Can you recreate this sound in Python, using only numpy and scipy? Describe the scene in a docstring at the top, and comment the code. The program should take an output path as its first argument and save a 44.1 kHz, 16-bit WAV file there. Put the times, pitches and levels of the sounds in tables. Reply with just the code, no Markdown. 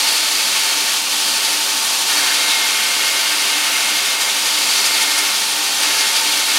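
"""Steel pressed against a belt grinder, heard close up on one microphone in a small wood-lined workshop.
The belt comes round about twelve times a second: its grit scrapes the steel and rings the platen and
tool rest, and the splice bumps by once a lap. Each push of the hand swells the rasp and makes the
wheels drone and sag a little. Behind it all sits the mains hum of the motor."""
import sys
import numpy as np
from scipy import signal
from scipy.fft import rfft, irfft, next_fast_len
from scipy.io import wavfile
from scipy.ndimage import uniform_filter1d

SR = 44100
rng = np.random.default_rng(int(sys.argv[2]) if len(sys.argv) > 2 else 0)


def wav_out(sig):
    """Save sig, one row per channel (or a flat mono array), as 16-bit PCM at SR to the path in sys.argv[1]."""
    wavfile.write(sys.argv[1], SR, np.round(np.clip(np.atleast_2d(sig).T, -1, 1) * 32767).astype(np.int16))


N = 290178
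TIME = np.arange(N) / SR

TURNS_PER_S, TURNS_PER_LAP = 99.98, 8.112   # free speed of the small wheels; their turns per belt lap
# how each sound answers the hand: base gain/dB, dB per dB of pressure, dB per dB of bite
RASP_LAW, STEEL_LAW, SCRAPE_LAW = (-26.5, 0.37, .1), (-29, 0.95, -0.2), (-22, 0.16, 0.03)
RING_LAW, HISS_LAW, DRONE_LAW = (-26, 0.13, 0.15), (-22, .02, 0.2), (-46.5, 0, 0.67)

# pressure of the steel on the belt, lighter between passes: t/s, level/dB
HAND_PRESSURE = [(0, 1.1), (0.07, 1.5), (0.2, -1.6), (0.6, 0.03), (0.95, -2.0), (1.02, -6.0), (1.3, -2),
                 (2.05, -4.5), (2.12, 3), (3.8, 2), (4.15, 0.05), (4.6, -0.75), (4.73, 1.85), (5.25, 2),
                 (5.5, -4), (5.78, -3), (5.84, 2.5), (6.5, 0.5), (6.58, 8)]
# the hand nudges the steel in or eases it off: t/s, half length/s, level/dB
HAND_NUDGES = [(0.923, .03, 1), (1.04, .05, -1.5), (1.693, .05, -0.9), (2.06, .02, -1), (4.168, .02, -1.8),
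               (5.61, .03, -.8), (4.86, 0.017, .6)]
# spells in which the belt catches on the steel: start/s, length/s, surge/dB, chirp/dB
BELT_CATCHES = [(1.3, .25, 0.5, -33), (3.743, .4, 1.5, -34), (4.218, .08, 3, -28), (4.863, .4, 2.5, -34),
                (5.842, .4, 1.5, -26.5)]
# the steel digs in at the start of a pass: start/s, length/s, level/dB
EDGE_DIGS = [(2.085, 0.24, -28), (5.79, 0.26, -30.5)]
# resonances that sing up as the contact slides: t/s, half length/s, f/Hz, width/Hz, level/dB
SINGING_MODES = [(0.12, .3, 4352, 18, -30), (0.15, .3, 4452, 18, -33), (0.4, .6, 2272, 44, -37),
                 (0.6, .14, 4452, 24, -29.5), (0.75, .3, 4352, 24, -33), (1.3, .04, 4445, 30, -29),
                 (1.48, .08, 4445, 24, -27), (2.18, .09, 4445, 30, -27.5), (2.36, .09, 4450, 30, -28.5),
                 (2.4, .16, 4685, 70, -29), (2.4, .25, 3740, 300, -30), (2.51, .035, 3740, 900, -24),
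                 (3.3, .4, 4860, 130, -33), (3.3, .7, 1558, 30, -36.5), (3.5, .9, 2860, 70, -33),
                 (3.6, .7, 2615, 56, -35), (3.95, .06, 4780, 50, -30), (4.72, .05, 4690, 50, -27.5),
                 (4.75, .25, 4500, 50, -31), (5.0, .3, 1820, 34, -38.5), (5.1, .4, 1389, 18, -38),
                 (5.71, .04, 4450, 30, -29), (5.75, .25, 6135, 50, -36), (6.03, .06, 4450, 30, -26),
                 (6.18, .05, 4470, 50, -29), (6.4, .15, 4355, 24, -32)]

# resonances of the steel and the machine: f/Hz, width/Hz, relative level/dB
STEEL_MODES = [(1390, 30, -8), (1455, 45, -10), (1542, 35, -8), (1745, 35, -11), (1833, 40, -6),
               (1905, 30, -6), (2258, 28, -3), (2320, 35, -5), (2424, 24, -5)]
STEEL_MAIN_PAIR = [(2128, 38, 0), (2162, 40, -4)]   # the steel's strongest ring, two close modes
FRAME_MODES = [(2615, 50, -3), (2748, 30, -1), (2835, 35, -2), (3045, 50, -3), (3130, 45, -4),
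               (3212, 45, -1), (3535, 35, -3), (3619, 26, 1.5), (3780, 35, -3), (3886, 28, -1)]   # platen and arm
TOOL_REST_MODES = [(4160, 30, -5), (4225, 30, -4), (4300, 22, -5), (4352, 20, 0), (4446, 20, 4),
                   (4495, 25, -5), (4580, 30, -5), (4678, 36, 1), (4780, 45, -2), (4925, 50, -5)]
STAND_MODES = [(300, 22, -4), (395, 25, -3), (505, 25, -7), (555, 30, -2), (660, 50, -3), (764, 20, -4),
               (1005, 45, -1), (1110, 24, 2), (1215, 26, 3), (1300, 30, 0)]
# narrow treble peaks that colour the grinding hiss: f/Hz, width/Hz, relative level/dB
HISS_PEAKS = [(5160, 35, -2), (5347, 45, -1), (5790, 50, 0), (6000, 55, -0.5), (6135, 38, 0.5),
              (6848, 70, -3), (7537, 40, -4), (8790, 60, -5), (9000, 80, -1), (9800, 55, -3),
              (9950, 55, -5), (10250, 160, -8), (11580, 200, -11), (13200, 70, -11), (14020, 80, -12)]

# broad spectra of the grit's noises: f/Hz, relative level/dB
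RASP_SPECTRUM = [(200, -40), (500, -4.5), (1000, -3), (1400, -1), (1530, 0), (1640, -6), (1820, 3),
                 (1930, -2.5), (2030, -3.5), (2250, 1), (2450, -0.5), (3000, -7), (4000, -11), (7000, -50)]
SCRAPE_SPECTRUM = [(700, -62), (1500, -14.5), (2100, -13), (2600, -7), (3300, -4), (4000, -6), (4400, -5.5),
                   (5200, -18), (8000, -34)]
TOOL_REST_SPECTRUM = [(3000, -15), (3900, -11), (4250, 2), (4850, 6), (5200, -19), (6500, -26)]
HISS_SPECTRUM = [(3000, -14.5), (4800, 1), (5500, 3.5), (6500, 1.5), (7800, 0.5), (9000, -0.5),
                 (10300, -2.5), (12000, -5.5), (13800, -10), (15000, -25), (15700, -22)]
DIG_SPECTRUM = [(500, -36), (1000, 1.5), (1350, 0), (1800, 12), (2050, -8), (2600, -20), (5000, -45)]
BELT_RUSH_SPECTRUM = [(25, -39), (60, -29), (130, -25.5), (185, -26), (215, -9), (350, -14), (600, -10),
                      (700, -2), (860, -8.5), (1200, -0.5), (1700, -10.5), (3000, -15)]

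# rise and fall of single sounds, apart from pressure: t/s, level/dB
SCRAPE_CURVE = [(0, 0), (1.9, -0.5), (2.5, 0.44), (3.5, -0.5), (4.2, -0.5), (4.9, 0), (5.5, -0.5),
                (6.58, 0.2)]
TOOL_REST_CURVE = [(0, 2.5), (0.15, 2.5), (0.85, 0.5), (1.46, 1), (1.65, 1.5), (2.1, 1), (2.42, -1.5),
                   (2.6, -1.2), (3.2, 0), (4.33, -4.5), (4.45, 1.5), (4.8, 2.5), (5.4, 0), (5.8, -1.5),
                   (6.05, 0), (6.58, 2)]
MAIN_RING_CURVE = [(0, -36), (0.7, -36), (1.1, -48), (1.33, -46), (1.45, -34), (1.6, -47), (2.02, -50),
                   (2.15, -36), (2.4, -29.5), (2.6, -27.5), (2.9, -30), (3.05, -28.5), (3.3, -32.5),
                   (3.6, -29.5), (4.2, -31), (4.45, -35.5), (4.7, -31.5), (5.1, -30), (5.3, -32),
                   (5.45, -40), (5.72, -47), (5.9, -31.5), (6.3, -34.5), (6.58, -30.5)]
DRUMMING_CURVE = [(0, -35), (0.06, -31), (0.18, -36), (0.5, -37), (0.65, -33), (1.1, -38), (1.4, -34),
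                  (1.95, -35), (2.2, -33), (2.38, -35), (2.52, -31), (2.68, -35), (3.2, -36), (3.8, -34.5),
                  (4.05, -38), (4.25, -35), (4.85, -35), (4.96, -32), (5.55, -36), (6.1, -33),
                  (6.21, -29.5), (6.35, -34.5), (6.58, -35)]
WHINE_CURVE = [(0, -48), (0.8, -47), (1.1, -42), (1.35, -47), (2.15, -39.5), (2.37, -52), (2.6, -41),
               (3.05, -47.5), (4.3, -43.5), (4.95, -47), (5.15, -44), (5.48, -45), (5.62, -36.5),
               (5.76, -36), (5.9, -49), (6.25, -43), (6.58, -51)]

# ribs of the belt drumming on the platen: beats per lap, relative level/dB
RIB_TONES = [(72, -4.5), (73, -6.5), (74, -12), (76, -11)]
# clean overtones of the loaded belt: t/s, half length/s, beats per lap, level/dB
BELT_OVERTONES = [(2.5, 1.2, 90, -43), (3.35, .75, 360, -34), (3.6, .55, 160, -39), (5.05, .45, 97, -37),
                  (5.0, .45, 106, -44)]
# drone of the wheels: multiple of the wheel speed, relative level/dB
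WHEEL_HARMONICS = [(1, -19.5), (2, -10.5), (3, 3), (4, 0.5)]
# hum of the motor: f/Hz, level/dB
MOTOR_HUM = [(120, -59), (220, -54.5), (240, -52.5), (260, -57), (320, -53)]


def grinding(laps, pressure, bite):
    """Grit tears at the steel: rasp, scrape and hiss, and the ringing of piece, frame and tool rest."""
    rest_db = curve(TOOL_REST_CURVE)
    surge_db, chirp_gain = catches()
    ring_db = rest_db + 0.57 * drift(16)
    rasp = from_db(-3) * coloured(grit(laps, repeat=0.19), RASP_SPECTRUM)
    piece = from_db(-2) * resonate(grit(laps, repeat=0.36), STEEL_MODES)
    scrape = from_db(-0.5) * coloured(grit(laps, repeat=0.17), SCRAPE_SPECTRUM)
    scrape += from_db(-5.5) * resonate(grit(laps, repeat=0.044), FRAME_MODES)
    scrape *= from_db(curve(SCRAPE_CURVE))
    ring = from_db(-5 + ring_db) * coloured(grit(laps, repeat=0.16), TOOL_REST_SPECTRUM)
    ring += from_db(-4.5 + 1.5 * ring_db) * resonate(grit(laps, repeat=0.088), TOOL_REST_MODES)
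    hiss = coloured(grit(laps, repeat=0.36), HISS_SPECTRUM)
    hiss += from_db(-6) * resonate(grit(laps, repeat=0.14), HISS_PEAKS)
    hiss *= from_db(surge_db + 0.28 * rest_db) * hand_gain(HISS_LAW, pressure, bite)
    layers = [(RASP_LAW, rasp), (STEEL_LAW, piece), (SCRAPE_LAW, scrape), (RING_LAW, ring)]
    body = sum(hand_gain(law, pressure, bite) * layer for law, layer in layers)
    body *= from_db(0.34 * surge_db)   # a catch lifts the lower sounds less than the hiss
    force = cutting_force(laps)
    rings = singing() + chirp_gain * tuned(rng.standard_normal(N), hz=4830, width_hz=280)
    cut = force * (body + hiss + digging(laps))
    return low_cut(cut + rings, hz=260)   # so small a piece radiates no bass


def grit(laps, repeat):
    """Countless grain impacts: the share `repeat` of their power recurs each lap, the rest is new."""
    return np.sqrt(repeat) * on_belt(laps, count=3000) + np.sqrt(1 - repeat) * rng.standard_normal(N)


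def hand_gain(law, pressure, bite):
    """Gain of a sound under the hand's pressure and bite."""
    base_db, per_pressure, per_bite = law
    return from_db(base_db + per_pressure * pressure + per_bite * bite)


def cutting_force(laps):
    """Quick changes of gain from the splice, worn patches, uneven grain and the unsteady hand."""
    laps_from_splice = (laps + .53) % 1 - .5
    splice_db = .95 * np.exp(-(laps_from_splice / .15) ** 2)
    surface_db = 0.03 * on_belt(laps, count=12) + 0.36 * on_belt(laps, count=48)
    tremble_db = 0.36 * drift(40)
    contact_db = splice_db + surface_db + tremble_db
    nudge_db = sum(db * bump(s, half_s) for s, half_s, db in HAND_NUDGES)
    return from_db(nudge_db + contact_db - contact_db.mean())


def catches():
    """In spells the belt catches every second lap: a surge (dB) and a slightly longer chirp (gain)."""
    surge_db, chirp_gain = np.zeros((2, N))
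    for start_s, length_s, extra_db, chirp_db in BELT_CATCHES:
        for s in start_s + np.arange(0, length_s, 2 * TURNS_PER_LAP / TURNS_PER_S):
            surge_db += extra_db * bump(s, half_s=.016)
            chirp_gain += from_db(chirp_db) * bump(s, half_s=.048)
    return surge_db, chirp_gain


def singing():
    """The steel's main ring, and resonances that swell and fade as the contact point slides past."""
    rub = rng.standard_normal(N)
    pair = sum(from_db(db) * tuned(rng.standard_normal(N), hz, width_hz)
               for hz, width_hz, db in STEEL_MAIN_PAIR)
    rings = from_db(curve(MAIN_RING_CURVE)) * evened(pair)
    for s, half_s, hz, width_hz, db in SINGING_MODES:
        rings += from_db(db) * bump(s, half_s) * evened(tuned(rub, hz, width_hz))
    return rings


def digging(laps):
    """The coarse rasp while the steel's edge digs into the belt."""
    depth = sum(from_db(db) * ((TIME > s) & (TIME < s + length_s)) for s, length_s, db in EDGE_DIGS)
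    return lagged(depth, seconds=0.025) * coloured(grit(laps, repeat=0.24), DIG_SPECTRUM)


def belt(laps, pressure):
    """The belt rushes over the wheels, shakes the hollow stand, drums on the platen and whines."""
    rush = from_db(-31.5 + 0.071 * pressure) * coloured(grit(laps, repeat=0.19), BELT_RUSH_SPECTRUM)
    stand = from_db(-38 + 0.19 * pressure) * resonate(grit(laps, repeat=0.13), STAND_MODES)
    ribs = sum(from_db(db + 3.1 * drift(6.8)) * wavering(beats * laps, radians=0.61, rate=15)
               for beats, db in RIB_TONES)
    platen = tuned(grit(laps, repeat=0.094), hz=902, width_hz=56)
    drumming = from_db(curve(DRUMMING_CURVE)) * evened(from_db(1.5) * ribs + from_db(-5) * platen)
    overtones = sum(from_db(db) * bump(s, half_s) * wavering(beats * laps, radians=0.4, rate=14)
                    for s, half_s, beats, db in BELT_OVERTONES)
    whine_phase = 2 * np.pi * 65 * laps + 0.35 * drift(12)   # 65 beats per lap
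    whine = from_db(2.5 + curve(WHINE_CURVE)) * np.sin(whine_phase)
    frame = low_cut(stand + drumming, hz=220)   # these parts radiate little below their lowest modes
    return rush + frame + whine + overtones


def motor(turns, pressure, bite):
    """Wavering wheel harmonics, louder as the belt bites, over the motor's steady hum."""
    drone = sum(from_db(db + 3.1 * drift(18)) * wavering(k * turns, radians=0.38, rate=21)
                for k, db in WHEEL_HARMONICS)
    hum = sum(from_db(db + 0.74 * drift(4.2)) * np.sin(2 * np.pi * (hz * TIME + rng.random()))
              for hz, db in MOTOR_HUM)
    return hand_gain(DRONE_LAW, pressure, bite) * drone + hum


def workshop(x, t60_s=0.21):
    """Dense, quickly dying reflections reach the microphone from the near wooden walls."""
    t = TIME[:SR // 2]
    tail = rng.standard_normal(len(t)) * from_db(-60 * t / t60_s) * (t > .004)
    return signal.fftconvolve(x, tail / np.sqrt(np.sum(tail ** 2)))[:N]


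def on_belt(laps, count):
    """A random pattern of `count` spots on the belt, coming round on every lap; rms 1."""
    spots = rng.standard_normal(count)
    loop = np.append(spots, spots[0]) - spots.mean()
    return rms_one(np.interp(laps % 1 * count, np.arange(count + 1), loop))


def coloured(x, spectrum):
    """Give x a broad spectrum; rms 1."""
    hz, db = np.transpose(spectrum)
    size = 2 * next_fast_len(N // 2 + 1)
    log_hz = np.log(np.fft.rfftfreq(size, 1 / SR) + 1)
    gain = from_db(np.interp(log_hz, np.log(hz), db))
    return rms_one(irfft(rfft(x, size) * gain, size)[:N])


def resonate(x, modes):
    """Parallel resonances with dark valleys between them; rms 1."""
    out = 0
    for hz, width_hz, db in modes:
        r = np.exp(-np.pi * width_hz / SR)
        poles = [1, -2 * r * np.cos(2 * np.pi * hz / SR), r * r]
        out = out + from_db(db) * signal.lfilter(np.array([1, 0, -1]) * (1 - r * r) / 2, poles, x)
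    return rms_one(out)


def tuned(x, hz, width_hz):
    """One resonance with steep flanks, as from a pair of close modes; rms 1."""
    band_hz = [hz - width_hz / 2, hz + width_hz / 2]
    return rms_one(signal.sosfilt(signal.butter(2, band_hz, "band", fs=SR, output="sos"), x))


def low_cut(x, hz):
    """Roll off the bass below hz."""
    return signal.sosfilt(signal.butter(4, hz, "high", fs=SR, output="sos"), x)


def evened(x, window_s=.13):
    """Steady rubbing holds the slow level of a ring at rms 1, leaving its quick flutter."""
    return x / np.sqrt(uniform_filter1d(x ** 2, int(window_s * SR)) + 1e-9)


def wavering(cycles, radians, rate):
    """A tone whose phase wanders by about `radians`, `rate` times a second."""
    return np.sin(2 * np.pi * (cycles + rng.random()) + radians * drift(rate))


def drift(rate):
    """A random wander with `rate` new values a second; rms 1."""
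    steps = rng.standard_normal(4096)
    return rms_one(np.interp(TIME * rate, np.arange(len(steps)), steps))


def lagged(x, seconds):
    """Follow x with a one-pole lag."""
    keep = np.exp(-1 / (seconds * SR))
    return signal.lfilter([1 - keep], [1, -keep], x)


def bump(middle_s, half_s):
    """A smooth swell of height 1."""
    return np.exp(-((TIME - middle_s) / half_s) ** 2)


def curve(points):
    """A level curve at every sample."""
    return np.interp(TIME, *np.transpose(points))


def from_db(db):
    """Decibels to gain."""
    return 10 ** (np.asarray(db) / 20)


def rms_one(x):
    """Scale to rms 1."""
    return x / np.sqrt(np.mean(x ** 2) + 1e-20)


def scene():
    """At the grinder, each push slows the wheels and belt. One close microphone feeds both channels."""
    pressure = curve(HAND_PRESSURE)
    bite = pressure - lagged(pressure, seconds=.3)   # a push bites until the cut settles
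    sag_turns_per_s = .25 * lagged(bite, seconds=.08)   # the wheels' inertia makes them follow late
    turns = np.cumsum(TURNS_PER_S - sag_turns_per_s) / SR
    laps = turns / TURNS_PER_LAP
    steel = grinding(laps, pressure, bite)
    reflections = from_db(-12.5) * workshop(steel)
    sound = steel + reflections + belt(laps, pressure) + motor(turns, pressure, bite)
    return np.array([sound, sound])


def record(dry, cutoff_hz=15750):
    """The top of the microphone's signal is cut steeply."""
    return signal.sosfilt(signal.ellip(12, .1, 90, cutoff_hz, fs=SR, output="sos"), dry)


dry = scene()
out = record(dry)
wav_out(out)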